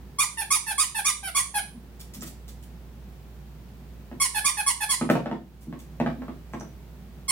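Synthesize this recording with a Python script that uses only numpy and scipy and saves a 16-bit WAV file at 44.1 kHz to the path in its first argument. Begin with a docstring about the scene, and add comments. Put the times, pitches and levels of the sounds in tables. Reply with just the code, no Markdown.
"""A plush dog toy squeaks in quick runs, two metres from the microphone in a small room with a wooden floor.
Its reed squeaks high as the air is pressed out and lower as the bulb refills: wavering harmonics plus pulsed noise.
A small dog pads about and drops a hard chew toy: decaying modes of boards and toy, noise scrapes, collar clinks.
Behind lie a motor's hum, as wavering sines, and room rumble, as coloured noise.
Everything passes through two unlike microphone ports and the recorder's gain control, under which hum and rumble duck."""
import sys
import numpy as np
from scipy import signal
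from scipy.fft import rfft, irfft, next_fast_len
from scipy.io import wavfile
from scipy.ndimage import uniform_filter1d

SR = 44100
rng = np.random.default_rng(int(sys.argv[2]) if len(sys.argv) > 2 else 0)


def to_wav(s):
    """Save 16-bit WAV."""
    ch = np.atleast_2d(s).T  # columns
    pcm = np.round(np.clip(ch, -1, 1) * 32767)  # PCM
    wavfile.write(sys.argv[1], SR, pcm.astype(np.int16))


N = 322371
T = np.arange(N) / SR  # seconds

# The hand presses air out of the toy. Each row: start in seconds, length in seconds, top pitch in Hz,
# relative level in dB.
SQUEEZES = [(.185, 0.055, 1233, -21.5), (.504, 0.062, 1265, -19), (.778, 0.06, 1262, -19.5),
            (1.045, 0.059, 1236, -19.5), (1.347, 0.055, 1181, -19.5), (4.199, .062, 1135, -22),
            (4.444, 0.052, 1218, -20), (4.662, 0.048, 1126, -20), (4.889, 0.054, 1121, -22),
            (7.280, 0.047, 1075, -25)]
# The bulb draws air back in. 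Each row: start in seconds, length in seconds, top pitch in Hz, relative level in dB.
REFILLS = [(.371, .053, 896, -30), (.664, 0.059, 875.3, -27.5), (.945, .054, 884, -26),
           (1.228, .063, 781, -33), (1.540, 0.05, 843, -26), (4.344, .044, 861.6, -25.5),
           (4.569, 0.038, 857, -25.5), (4.804, 0.037, 858.6, -24.5)]
# The reed's harmonics as they leave the plush on a squeeze. Each row: frequency in Hz, relative level in dB.
SQUEEZE_COLOUR = [(1100, -1.5), (2300, -10.5), (3400, -9), (4700, -8), (6200, -6.5), (8000, -6.5),
                  (8800, -1), (9800, 1.5), (11000, -10.5), (12500, -19.5), (15000, -24.5)]
# The same on a refill. Each row: frequency in Hz, relative level in dB.
REFILL_COLOUR = [(850, 3), (1700, 6), (2600, -0.5), (3500, -5), (5000, -7.5), (7600, -17), (8600, -4),
                 (9800, 4.5), (11400, -5.5), (12800, -12), (15000, -23.5)]
# Air rushing past the reed. 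Each row: frequency in Hz, relative level in dB.
AIR_COLOUR = [(400, -24), (1200, -6), (2500, 3), (5000, -7.5), (7500, -8), (9800, 13), (12500, -4.5)]
# Hard knocks of the chew toy on the boards. Each row: start in seconds, relative thud level in dB,
# relative clack level in dB.
KNOCKS = [(2.223, -35, -48), (4.115, -31.5, -43.5), (5.012, -14.5, -24), (5.091, -29, -26.5),
          (5.100, -5.5, -13), (5.154, -18, -17.5), (5.259, -20.5, -24.5), (5.314, -18.5, -24.5),
          (5.727, -29, -40.5), (6.001, -16.5, -25.5), (6.062, -25, -26.5), (6.220, -61, -40.5),
          (6.282, -30, -39.5), (6.536, -26, -33), (6.610, -33, -40.5)]
# Soft paws on the boards. Each row: start in seconds, relative level in dB.
PAWS = [(1.745, -32), (2.164, -29.5), (5.670, -24.5), (6.184, -25)]
# Floorboard modes. Each row: frequency in Hz, relative level in dB, time to fall 60 dB in seconds.
BOARDS = [(152, -7, .12), (172, -6, .12), (200, -4, .1), (228, 0, .12), (250, 1, .12), (290, -4, .09),
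          (328, -1, .1), (375, -7, .07)]
# Chew toy modes. Each row: frequency in Hz, relative level in dB, time to fall 60 dB in seconds.
CHEW_TOY = [(463, -4.5, .064), (534, 3, .08), (615, 5.5, 0.049), (660, 11, 0.029), (803, 6, 0.082),
            (966, 0.5, .045), (1085, -2, 0.092), (1294, 5.5, 0.036), (1566, 1.5, 0.03), (1722, -4, 0.036)]
# Claws, fur and the chew toy scraping the floor. Each row: start in seconds, relative level in dB, centre in Hz.
SCUFFS = [(1.995, -47.5, 7500), (2.137, -46.5, 6800), (2.221, -46, 3620), (2.262, -46.5, 8050),
          (2.48, -53, 5400), (2.625, -58, 6030), (5.098, -34, 4000), (5.608, -54.5, 8830),
          (5.790, -53.5, 5860)]
# The collar's metal fittings clink. Each row: start in seconds, relative level in dB, base pitch in Hz.
CLINKS = [(2.209, -42.5, 5760), (6.532, -55, 6060), (6.599, -45, 5880)]
# A collar fitting's modes. Each row: ratio to the base pitch, relative level in dB, time to fall 60 dB in seconds.
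FITTING = [(1.001, 1, 0.015), (1.05, -7, 0.014), (1.27, -10, .03), (1.48, -17, 0.019)]
# Partials of the motor hum. Each row: frequency in Hz, relative level in dB.
HUM = [(59.2, -45.5), (145.3, -60), (360.7, -65.5), (409.1, -69.5)]
# Spectrum of the room's rumble and hiss. Each row: frequency in Hz, relative level in dB per Hz.
RUMBLE = [(41, -23), (70, -4.5), (86, -10.5), (151, -7.5), (239, -14.5), (273, -21), (359, -23.5),
          (578, -28.5), (851, -30), (1170, -35), (1800, -37), (4000, -42.5), (8400, -49.5), (9900, -49),
          (13000, -55)]
# Near echoes from floor and walls. Each row: delay in seconds, level in dB relative to the tail.
ECHOES = [(.0047, -13.5), (.0088, -4), (0.0133, -4)]
# The room's ring. Each row: frequency in Hz, time to fall 60 dB in seconds.
ROOM_T60 = [(150, .36), (500, .3), (1000, .25), (2000, .27), (4000, .33), (10000, .31), (15000, .2)]
# The two microphone ports differ. 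Each row: frequency in Hz, left minus right level in dB.
PORTS = [(65, -3.4), (110, -2), (230, 0), (700, .5), (1400, -1.3), (3000, -1.8), (6000, -2.5), (8600, -7.5),
         (9800, -6.5), (11500, -2), (13500, 5)]

RUMBLE_DB = -48
TOP_HZ = 15950  # top of the reed's harmonics, the port hiss and the recorder
# A squeeze has fixed start and end pitches; one with a higher top takes longer to reach it.
PRESS_START_HZ, PRESS_END_HZ = 1072, 920
PRESS_LAG_S, PRESS_RISE_HZ_PER_S = 0.01185, 14100
# A refill starts and ends at shares of its top pitch, and always takes the same time to reach it.
DRAW_START_SHARE, DRAW_END_SHARE, DRAW_TOP_S = 0.96, .825, .025
SCUFF_DECAY_S = 0.016


def squeaker():
    """The hand drives the reed hard; the bulb's own spring draws the air back more gently."""
    pressed = reed(
        SQUEEZES, press_arch, SQUEEZE_COLOUR, second_db=5, attack_s=0.0033, close_s=0.0041, sag=0.54,
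        fall_power=1.3, brighten=0.014, flick_hz=40.0, jitter=0.018, flutter_db=3.0, air_db=-9)
    drawn = reed(
        REFILLS, draw_arch, REFILL_COLOUR, second_db=0.5, attack_s=0.0021, close_s=0.005, sag=0.1,
        fall_power=2.0, brighten=0.11, flick_hz=150.8, jitter=0.016, flutter_db=2.0, air_db=-10)
    return pressed + drawn


def press_arch(top_hz):
    """Time to the top, start pitch and end pitch of a squeeze."""
    top_s = PRESS_LAG_S + max(top_hz - PRESS_START_HZ, 0) / PRESS_RISE_HZ_PER_S
    return top_s, PRESS_START_HZ, PRESS_END_HZ


def draw_arch(top_hz):
    """Time to the top, start pitch and end pitch of a refill."""
    return DRAW_TOP_S, DRAW_START_SHARE * top_hz, DRAW_END_SHARE * top_hz


def reed(strokes, arch, colour, second_db, attack_s, close_s, sag, fall_power, brighten, flick_hz,
         jitter, flutter_db, air_db):
    """A beating reed: pitch and brightness follow the air pressure, and air rasps through once a cycle."""
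    out = np.zeros(N)
    t = T[:SR // 12]
    k = np.arange(1, 21)[:, None]  # harmonic numbers
    for start_s, length, top_hz, db in strokes:
        top_s, start_hz, end_hz = arch(top_hz)
        rise = np.clip(t / top_s, 0, 1)
        fall = np.clip((t - top_s) / (length - top_s), 0, 1)
        hz = start_hz + (top_hz - start_hz) * np.sin(np.pi / 2 * rise) ** 2
        hz = hz + (end_hz - top_hz) * fall ** fall_power
        # the free reed starts sharp, until it beats on its seat
        hz = hz + flick_hz * np.exp(-t / 0.0041)
        # it grows unsteady once it swings wide
        hz = hz * (1 + jitter * rise * wander(len(t), hz=400))
        phase = 2 * np.pi * np.cumsum(hz) / SR

        closing = np.clip((length - t) / close_s, 0, 1)
        swing = (1 - np.exp(-t / attack_s)) * (1 - sag * fall) * closing

        gain = undb(at(colour, k * hz) + second_db * (k == 2)) * (k * hz < TOP_HZ)
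        # the harmonics flutter unevenly
        flutter = np.array([wander(len(t), hz=50) for _ in k])
        gain = gain * undb(flutter_db * flutter)
        gain = gain / np.sqrt(np.mean(np.sum(gain ** 2, 0)) / 2)

        # a wider swing shuts the reed harder, which feeds the high harmonics
        harmonic_swing = swing ** (1 + brighten * (k - 1))
        # the bulb's cavity spreads each beat out in time
        waves = np.cos(k * phase - np.pi * k ** 2 / 20)
        tone = np.sum(gain * harmonic_swing * waves, 0)

        puffs = rng.standard_normal(len(t)) * (1 + np.cos(phase))
        air = unit(shape(puffs, lambda f: undb(at(AIR_COLOUR, f))))
        add(out, start_s, undb(db) * (tone + undb(air_db) * air * swing * rise ** 2))
    return out


def knocks():
    """Paws and chew toy make the boards thud; each toy knock also rings the toy and rattles briefly."""
    out, t = np.zeros(N), T[:SR // 3]
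    add_paws(out, t)
    for start_s, thud_db, clack_db in KNOCKS:
        thud = ring(BOARDS, t, scatter_db=2.0, detune=.025) * (1 - np.exp(-t / 0.0047))
        clack = ring(CHEW_TOY, t, scatter_db=1.5, detune=.05)
        # the blunt contact lasts long enough to weaken the treble above 1700 Hz
        rattle = unit(shape(rng.standard_normal(len(t)), lambda f: 1 / (1 + (f / 1700) ** 3)))
        rattle = rattle * np.exp(-t / .008)
        add(out, start_s, undb(thud_db) * thud + undb(clack_db) * (clack + undb(-3) * rattle))
    # the boards radiate little deep bass
    return signal.sosfilt(signal.butter(6, 138, "highpass", fs=SR, output="sos"), out)


def add_paws(out, t):
    """A soft paw presses for longer and chiefly reaches the lowest board modes."""
    give_s, corner_hz = 0.013, 205
    low_boards = [(hz, db - 10 * np.log10(1 + (hz / corner_hz) ** 6), t60) for hz, db, t60 in BOARDS]
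    for start_s, db in PAWS:
        thud = ring(low_boards, t, scatter_db=6.0, detune=.025) * (1 - np.exp(-t / give_s))
        add(out, start_s, undb(db) * thud)


def scuffs():
    """Each short scrape is grainy noise spread broadly about its centre, with a quick rise and decay."""
    out, t = np.zeros(N), T[:SR // 5]
    octaves, grain_db, rise_s = 2.8, 4, 0.0004
    for start_s, db, hz in SCUFFS:
        grains = rng.standard_normal(len(t)) * undb(grain_db * wander(len(t), hz=300))
        scrape = unit(shape(grains, lambda f: 1 / (1 + (np.log2((f + 1) / hz) / octaves) ** 2)))
        envelope = np.exp(-t / SCUFF_DECAY_S) * (1 - np.exp(-t / rise_s))
        add(out, start_s, undb(db) * scrape * envelope)
    return out


def clinks():
    """Small metal fittings ring briefly in a few high modes."""
    out, t = np.zeros(N), T[:SR // 5]
    for start_s, db, hz in CLINKS:
        modes = [(hz * ratio, mode_db, t60) for ratio, mode_db, t60 in FITTING]
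        add(out, start_s, undb(db) * ring(modes, t, scatter_db=5, detune=0.00067))
    return out


def ring(modes, t, scatter_db, detune):
    """Struck modes; each blow lands on another spot and shares its force differently."""
    hz, db, t60 = np.transpose(modes)[:, :, None]
    size, tune = rng.standard_normal((2, len(modes), 1))
    gain = undb(db + scatter_db * size)
    decay = np.exp(-np.log(1000) * t / t60)
    waves = gain * np.sin(2 * np.pi * hz * (1 + detune * tune) * t) * decay
    return waves.sum(0) / np.sqrt(np.sum(gain ** 2) / 2)


def background():
    """A motor hums somewhere in the house over the soft, steady rumble and hiss of the room."""
    hum = np.zeros(N)
    for hz, db in HUM:
        level = undb(db + 1.3 * wander(N, hz=4.3))
        phase = 2 * np.pi * hz * T + 0.44 * wander(N, hz=1.2)
        hum += level * np.sqrt(2) * np.sin(phase)
    # the bass rolls off below about 90 Hz
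    air = shape(diffuse(N, alike_hz=900), lambda f: undb(at(RUMBLE, f)) * f ** 2 / (f ** 2 + 90 ** 2))
    return hum + undb(RUMBLE_DB) * unit(air)


def room(x, wet_db, gap_s, lead_s):
    """Direct sound, at the left port first by lead_s, near echoes, then a dense tail dying band by band."""
    t = T[:SR * 3 // 4]
    noise, tail = diffuse(len(t), alike_hz=870), 0
    centres = np.geomspace(125, 16000, 8)
    # each row of the identity picks out one band, fading into its neighbours
    for hz, own in zip(centres, np.eye(len(centres))):
        band = shape(noise, lambda f: at(np.c_[centres, own], f))
        tail = tail + band * np.exp(-np.log(1000) * t / at(ROOM_T60, hz))
    # silent for gap_s, then swelling over another gap_s
    tail = tail * np.clip(t / gap_s - 1, 0, 1)
    tail = tail / np.sqrt(np.sum(tail ** 2) / 2)
    for delay, db in ECHOES:
        # each echo comes from its own side
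        arrivals = delay + .00015 * rng.standard_normal(2)
        tail[[0, 1], (arrivals * SR).astype(int)] += undb(db)
    direct = np.array([x, shape(x, lambda f: np.exp(-2j * np.pi * f * lead_s))])
    reverb = signal.fftconvolve(x[None], tail, axes=1)[:, :N]
    return (direct + undb(wet_db) * reverb) / np.sqrt(1 + undb(2 * wet_db))


def diffuse(n, alike_hz):
    """Noise from all sides at two ports: alike in the bass, unrelated in the treble."""
    mid, side = rng.standard_normal((2, n))

    def likeness(f):
        """Correlation of the two ports at f Hz."""
        return .92 / (1 + (f / alike_hz) ** 2)

    mid = shape(mid, lambda f: np.sqrt(1 + likeness(f)))
    side = shape(side, lambda f: np.sqrt(1 - likeness(f)))
    return np.array([mid + side, mid - side]) / np.sqrt(2)


def undb(db):
    """Decibels to gain."""
    return 10 ** (np.asarray(db) / 20)


def unit(x):
    """Scale to rms 1."""
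    return x / np.sqrt(np.mean(x ** 2))


def at(points, hz):
    """Read (Hz, value) points on a log-frequency axis."""
    f, v = np.transpose(points)
    return np.interp(np.log(np.maximum(hz, 1)), np.log(f), v)


def shape(x, gain):
    """Filter by a gain that is a function of frequency."""
    n = x.shape[-1]
    size = next_fast_len(2 * n)
    return irfft(rfft(x, size) * gain(np.fft.rfftfreq(size, 1 / SR)), size)[..., :n]


def add(track, start_s, x):
    """Mix a sound into the track from start_s on."""
    i = int(start_s * SR)
    track[i:i + len(x)] += x[:max(N - i, 0)]


def wander(n, hz):
    """Smooth chance with rms 1, changing about hz times a second."""
    return unit(shape(rng.standard_normal(n), lambda f: 1 / (1 + (f / hz) ** 2)))


def scene():
    """The toy and the dog are both nearer the left port; the squeaks reverberate most, the floor knocks least."""
    toy = room(squeaker(), wet_db=4.5, gap_s=0.0011, lead_s=.00008)
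    floor = room(undb(4.5) * knocks(), wet_db=-1.5, gap_s=0.0085, lead_s=.0001)
    dog = room(undb(8) * (scuffs() + clinks()), wet_db=3.0, gap_s=0.0024, lead_s=.00012)
    return undb(4.5) * toy + floor + dog + background()


def port_hiss(hiss_db, above_hz):
    """The left port has a faint high hiss of its own."""
    noise = rng.standard_normal(N)
    hiss = unit(shape(noise, lambda f: (f < TOP_HZ) / (1 + (above_hz / (f + 1000)) ** 12)))
    return np.array([[1], [0]]) * undb(hiss_db) * hiss


def gain_control(x, threshold_db=-24, slope=0.67, release_db_per_s=9, sense_s=0.026):
    """Average power above the threshold turns both ports down together; the gain creeps back up afterwards."""
    keep = np.exp(-1 / (sense_s * SR))
    power = signal.lfilter([1 - keep], [1, -keep], np.mean(x ** 2, 0))
    over = slope * np.maximum(10 * np.log10(power + 1e-12) - threshold_db, 0)
    # the cut in dB jumps up with the level and falls no faster than the release
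    cut = np.maximum.accumulate(over + release_db_per_s * T) - release_db_per_s * T
    # centred smoothing gives a short look-ahead
    return x * undb(-uniform_filter1d(cut, size=400))


def record(dry):
    """Port colour and hiss, gain control and a steep top cut."""
    # half of the port difference goes to each side
    ports = shape(dry, lambda f: undb(np.array([[1], [-1]]) * at(PORTS, f) / 2))
    ports = ports + port_hiss(hiss_db=-64.5, above_hz=13000)
    top_cut = signal.ellip(10, .2, 80, TOP_HZ, fs=SR, output="sos")
    return signal.sosfilt(top_cut, gain_control(ports))


dry = scene()
out = record(dry)
to_wav(out)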